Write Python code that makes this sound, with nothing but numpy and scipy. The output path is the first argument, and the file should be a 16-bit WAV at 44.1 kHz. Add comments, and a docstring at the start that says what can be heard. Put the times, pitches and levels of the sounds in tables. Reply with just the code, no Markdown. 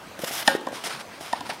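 """Sharp tennis-ball pops, one close by and others weaker, over thuds, gritty slides and a soft outdoor wash.
Each pop sums a noise crack, a thump, racket modes and, a moment later, the ball's air modes.
Shoes and ball knock on the clay as short hollow tones; slides are dense random grains of fine and coarse grit.
Fences and buildings scatter all of these back as a decaying tail. The image is almost mono."""
import sys
import numpy as np
from scipy import signal
from scipy.fft import rfft, irfft
from scipy.io import wavfile
from scipy.ndimage import uniform_filter1d

SR = 44100
rng = np.random.default_rng(int(sys.argv[2]) if len(sys.argv) > 2 else 0)


def master_out(mix):
    """Clip the mix to full scale and print it as 16-bit PCM to the path in sys.argv[1]."""
    frames = np.transpose(np.atleast_2d(mix))
    ceiling = np.clip(frames, -1, 1)
    pcm = np.round(ceiling * 32767).astype(np.int16)
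    wavfile.write(sys.argv[1], SR, pcm)


N = 70560  # samples, 1.6 s


def gain_of(db):
    """Converts decibels to an amplitude ratio by the 20 log law."""
    return 10 ** (np.asarray(db) / 20)


def evened(x):
    """Normalises signal power: scales to rms 1."""
    return x / np.sqrt(np.mean(x ** 2) + 1e-20)


def read(points, hz):
    """Interpolates a table along log frequency, roughly the ear's own pitch scale."""
    f, value = np.transpose(points)
    return np.interp(np.log(hz + 1), np.log(f + 1), value)


def coloured(x, points):
    """Linear filtering: multiplies the spectrum by a table of dB over frequency, leaving phase alone."""
    hz = np.fft.rfftfreq(len(x), 1 / SR)
    return irfft(rfft(x) * gain_of(read(points, hz)), len(x))


def add(mix, start_s, sound):
    """Superposition: adds a sound into the mix at its start time."""
    part = mix[round(start_s * SR):][:len(sound)]
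    part += sound[:len(part)]


def wash():
    """Distant traffic and air: many incoherent sources add up to noise, here with drifting spectral patches."""
    # spectrum of the wash: hz, relative density_db (per Hz)
    wash_spectrum = [(24, -38), (40, 4), (256, -2.5), (345, -4.5), (516, -4.5), (733, -1.5), (1070, -5),
                     (1810, -10), (2000, -10.5), (2840, -13.5), (4130, -16), (4460, -16.5), (16000, -31)]
    level_db, patch_db = -42, 2.0  # rms of the wash, rms of its patches
    frames, hz = N // 256 + 5, np.fft.rfftfreq(1024, 1 / SR)
    real, imaginary, patches = rng.standard_normal((frames, 513, 3)).T
    # smoothed over frequency, then over time
    patches = uniform_filter1d(patches, size=12, axis=0)
    patches = evened(uniform_filter1d(patches, size=12, axis=1))
    density_db = read(wash_spectrum, hz)[:, None] + patch_db * patches
    spectrum = (real + 1j * imaginary) * gain_of(density_db)
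    noise = signal.istft(spectrum, nperseg=1024, noverlap=768)[1][:N]
    return gain_of(level_db) * evened(noise)


def bloom(t, hz, width_s):
    """A mode driven by a brief contact: it swells, peaks at twice the width, then dies exponentially."""
    u = t / width_s
    return (u / 2) ** 2 * np.exp(2 - u) * np.sin(2 * np.pi * hz * t)


def crack(t, t60_s):
    """Impact noise: an abrupt contact excites a broad band, which rises fast and decays exponentially."""
    # spectrum of the contact noise: hz, relative density_db (per Hz)
    crack_spectrum = [(500, -52), (1200, 8), (1700, 4), (2500, -17), (3000, 9.5), (3700, -7), (4300, 1),
                      (5100, -22), (6000, -2.5), (6900, -15), (7900, -5), (9800, -7), (11000, -17),
                      (14000, -20), (16000, -23)]
    rise_s = .0009
    noise = evened(coloured(rng.standard_normal(len(t)), crack_spectrum))
    rise = (1 - np.exp(-t / rise_s)) ** 2
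    return noise * rise * gain_of(-60 * t / t60_s)


def knock(level_db, hz, width_s, thud_hz, thud_db, tick_db):
    """A soft impact on clay: damped modes give a hollow note over a lower thud, contact noise a tick."""
    t = np.arange(round(.15 * SR)) / SR
    note = bloom(t, hz, width_s)
    thud = gain_of(thud_db) * bloom(t, thud_hz, 0.66 * width_s)
    tick = gain_of(tick_db) * crack(t, t60_s=.014)
    return gain_of(level_db) * (note + thud + tick)


def slides():
    """Granular friction: a sliding shoe gives dense, clumped grains of uneven size, from fine to coarse grit."""
    # one table for each slide: time_s, level_db, dullness (0 fine grit, 1 coarse grit)
    slide_paths = [
        [(.187, -76, .2), (.191, -43, 0), (.215, -45.5, 0), (.22, -35.5, 0.01), (.236, -44, 0.3),
         (.245, -30.5, 0.3), (.255, -43.5, 0), (.278, -32.5, 0.06), (.309, -39, 0.16), (.322, -33.5, 0.05),
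         (.408, -32.5, 0.13), (.418, -38, 0.3), (.428, -33, 0.7), (.441, -47.5, 0.27), (.47, -34.5, 0),
         (.53, -38.5, 0.9), (.57, -41.5, 0.54)],
        [(.72, -47, .5), (.758, -39, 0.4), (.816, -48, 0.44), (.836, -46, 0.78), (.841, -34, 0),
         (.87, -30.5, 0.43), (.89, -41, 0.48), (.91, -34, 0.78), (.94, -39.5, 0.67), (.99, -46, .8),
         (1.002, -41, .5), (1.014, -40, 0.83), (1.045, -78, 0.6)],
        [(1.05, -75, 0.8), (1.14, -49, 0.75), (1.2, -58, 1), (1.209, -43, 0.15), (1.273, -43, 0.33),
         (1.322, -48, 0.4), (1.35, -49, 0.9), (1.366, -42, 1), (1.4, -54, 0.7), (1.445, -58, 0.8),
         (1.461, -41.5, 0.84), (1.488, -47, 0.3), (1.501, -31.5, 0.73), (1.516, -40, 1), (1.521, -43.5, 0.9),
         (1.545, -44, 0.5), (1.57, -57, 1), (1.6, -51, 1)],
    ]
    # gain reached at 11.5 kHz and above, one for each slide: gain_db
    slide_air_db = [-1, -8, -6.5]
    # spectra of fine and coarse grit: hz, relative density_db (per Hz)
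    fine_spectrum = [(59, -49), (100, -6), (239, -26), (308, -9), (481, -42), (676, 3), (854, -7.5),
                     (2080, -3), (2420, -7), (3400, -2), (4570, -13), (5080, -3), (7450, -10.5),
                     (12400, -7.5), (16000, -17.5)]
    coarse_spectrum = [(60, -40), (100, -11.5), (400, -3.5), (660, 0), (1480, 0.5), (3000, -5.5),
                       (5000, -5.5), (7600, -30), (8800, -13), (9300, -10), (9800, -29), (12000, -42),
                       (16000, -34)]
    grains_per_s, spread_db = 18000, 1.6
    clump_s, clump_db = .003, .8

    t, out = np.arange(N) / SR, np.zeros(N)
    clumps = evened(uniform_filter1d(rng.standard_normal((2, N)), size=round(clump_s * SR)))
    unevenness = np.minimum(rng.exponential(1, (2, N)), 5)
    size = gain_of(spread_db * unevenness + clump_db * clumps)
    struck = rng.random((2, N)) < grains_per_s / SR
    grains = size * struck * rng.standard_normal((2, N))

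    # both grits are brought to equal strength in this band
    band = signal.butter(2, [2500, 12000], "bandpass", fs=SR, output="sos")
    fine = coloured(grains[0], fine_spectrum)
    fine = fine / np.std(signal.sosfilt(band, fine))
    coarse = coloured(grains[1], coarse_spectrum)
    coarse = coarse / np.std(signal.sosfilt(band, coarse))

    for path, air_db in zip(slide_paths, slide_air_db):
        time_s, level_db, dullness = np.transpose(path)
        share = np.clip(np.interp(t, time_s, dullness), 0, 1)
        grit = np.sqrt(1 - share) * fine + np.sqrt(share) * coarse  # equal-power blend
        slide = gain_of(np.interp(t, time_s, level_db, -120, -120)) * grit
        out += coloured(slide, [(10000, 0.0061), (11500, air_db)])
    return out


def ring(t, hz, t60_s):
    """A struck mode: a sinusoid with a short onset and exponential decay."""
    onset = np.minimum(t / .0012, 1)
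    return gain_of(-60 * t / t60_s) * onset * np.sin(2 * np.pi * hz * t)


def pop(level_db, hz, lag_s, crack_db, thump_db, upper_db, frame_db):
    """Modal superposition: crack, thump and racket modes at contact, then the lagging air modes of the ball."""
    # modes of strings and frame: hz, level_db, t60_s (of the mode alone, before the grip)
    frame_modes = [(547, -21, .9), (872, -22, .25), (1104, -27, .17), (1459, -22, .3), (1615, -18, .25),
                   (1820, -12, .07), (2336, -22, .085), (2923, -26, .04), (3445, -30, .2), (4942, -32, .1)]
    # short modes in the crack: hz, level_db
    snap_modes = [(2600, -8), (3650, -3), (4150, -9), (5000, -3.5), (5450, -7.5), (6900, -10.5),
                  (9900, -9.5)]
    bloom_s, snap_bloom_s = .0019, .0009
    side_ratio, side_db = 0.767, -2  # a lower partner of the ball's air mode
    snap_db = -3
    grip_s = .07  # the hand chokes the racket's ring after about this long

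    t = np.arange(round(.5 * SR)) / SR
    late = np.maximum(t - lag_s, 0)
    ball = bloom(late, hz, bloom_s)
    ball = ball + gain_of(side_db) * bloom(late, hz * side_ratio, 0.71 * bloom_s)
    snap = crack(t, t60_s=.024)
    for mode_hz, mode_db in snap_modes:
        snap = snap + gain_of(snap_db + mode_db) * bloom(t, mode_hz, snap_bloom_s)
    frame = sum(gain_of(mode_db) * ring(t, mode_hz, t60_s) for mode_hz, mode_db, t60_s in frame_modes)
    frame = frame * np.exp(-(t / grip_s) ** 4)
    thump = bloom(t, 250, width_s=.002)
    upper = bloom(t, 1825, width_s=.0023)
    return gain_of(level_db) * (ball + gain_of(crack_db) * snap + gain_of(thump_db) * thump
                                + gain_of(upper_db) * upper + gain_of(frame_db) * frame)


def late_ring():
    """Modal decay: one late return of the racket's upper mode, with its start time."""
    # the return: start_s, level_db, pitch_hz, t60_s
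    upper_return = (.5495, -31, 1862, .14)
    start_s, level_db, hz, t60_s = upper_return
    t = np.arange(round(.2 * SR)) / SR
    return start_s, gain_of(level_db) * ring(t, hz, t60_s)


def court(x):
    """Reverberation: fences and buildings scatter sound back, each band decaying at its own rate."""
    # decay of the returns: hz, t60_s
    court_decay = [(150, 0.35), (500, 0.65), (1000, 1), (1800, 0.24), (3000, 0.5), (5000, 0.18),
                   (12000, 0.3)]
    # colour of the returns at the start: hz, relative level_db
    court_colour = [(100, -18), (300, 16), (550, -4.5), (850, -6.5), (1200, 4), (1800, 3), (2600, 4.5),
                    (5000, 5), (12000, 4)]
    taps = np.zeros(SR)
    slots = np.arange(400, SR - 20, 20)  # samples; one reflection of random sign falls in each slot
    taps[slots + rng.integers(0, 20, len(slots))] = rng.choice([-1., 1.], len(slots))
    hz, t, spectrum = signal.stft(taps, SR, nperseg=256)
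    decay_db = -60 * t / read(court_decay, hz)[:, None]
    colour_db = read(court_colour, hz)[:, None]
    tail = signal.istft(spectrum * gain_of(colour_db + decay_db), SR, nperseg=256)[1]
    return signal.fftconvolve(x, tail / np.linalg.norm(tail))[:N]


def scene():
    """Superposes direct sounds and their reverberation; a faint mid-side difference gives a trace of width."""
    # dull knocks of shoes and ball on the clay:
    # start_s, level_db, pitch_hz, bloom_s, thud_hz, thud_db, tick_db (last two relative to the note)
    knock_events = [(.113, -36.5, 530, 0.0016, 200, -15, -18), (0.1914, -30.5, 526, 0.001, 222, -1, 3),
                    (0.1977, -35.5, 300, 0.0015, 200, -5, -20), (0.234, -21.5, 555, 0.0018, 192, -2, -28),
                    (0.2411, -26.5, 416, 0.00081, 193, -3, -25), (.257, -40, 653, 0.0057, 250, -26.5, -20),
                    (.308, -29, 670, 0.0013, 250, -1, -20), (.426, -40, 624, 0.0025, 247, -18, -5),
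                    (.55, -11.5, 390, .00085, 260, -14, -17), (.61, -34, 513, .0025, 288, 2, 6),
                    (0.6694, -24.5, 563, 0.0015, 273, 1, -24), (.685, -27.5, 600, 0.0014, 300, -6, 0),
                    (0.709, -31.5, 540, 0.0024, 348, -14, -13), (.7285, -22, 560, .0007, 300, -5, -14),
                    (.78, -35.5, 1020, 0.0016, 397, -8, -20), (.839, -36.5, 674, .0015, 260, 2, 15),
                    (1.207, -33.5, 673, 0.0022, 260, 0, 2), (1.523, -30.5, 874, 0.0014, 297, -6, -21)]
    # ball pops, direct or thrown back: start_s, level_db, ball_pitch_hz, ball_lag_s,
    # crack_db, thump_db, upper_mode_db, frame_ring_db (these four relative to the ball)
    pop_events = [(0.4756, -9, 816, 0.0033, 1, -10.5, -5, 5),
                  (0.6678, -22.5, 1018, 0.0024, -11, -3, -24, -1),
                  (1.3279, -14.5, 940, 0.00305, -9, -16.5, -11.5, -21),
                  (1.406, -28, 974, 0.0032, -3, -5.5, -32, -7),
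                  (1.4895, -26, 755, 0.00248, -26.5, -9, -12, -11)]
    pop_court_db, knock_court_db, grit_court_db = -11.5, -17.5, -19.5  # sends into the court
    side_db = -50

    pops, knocks = np.zeros((2, N))
    for start_s, *settings in pop_events:
        add(pops, start_s, pop(*settings))
    for start_s, *settings in knock_events:
        add(knocks, start_s, knock(*settings))
    add(knocks, *late_ring())
    grit = slides()
    sent = gain_of(pop_court_db) * pops + gain_of(knock_court_db) * knocks + gain_of(grit_court_db) * grit
    returns = court(sent)
    mid = pops + knocks + grit + wash() + returns
    side = gain_of(side_db) * (court(pops) - pops)
    return np.array([mid + side, mid - side])


def record(dry):
    """The microphone as a band-pass system: a gentle bass cut, then a steep upper band limit."""
    bass_cut_hz, edge_hz = 158, 15800
    bass_cut = signal.butter(2, bass_cut_hz, "highpass", fs=SR, output="sos")
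    thin = signal.sosfilt(bass_cut, dry)
    band_limit = signal.firwin(511, edge_hz, window=("kaiser", 9), fs=SR)
    return signal.oaconvolve(thin, band_limit[None], "same")


dry = scene()
out = record(dry)
master_out(out)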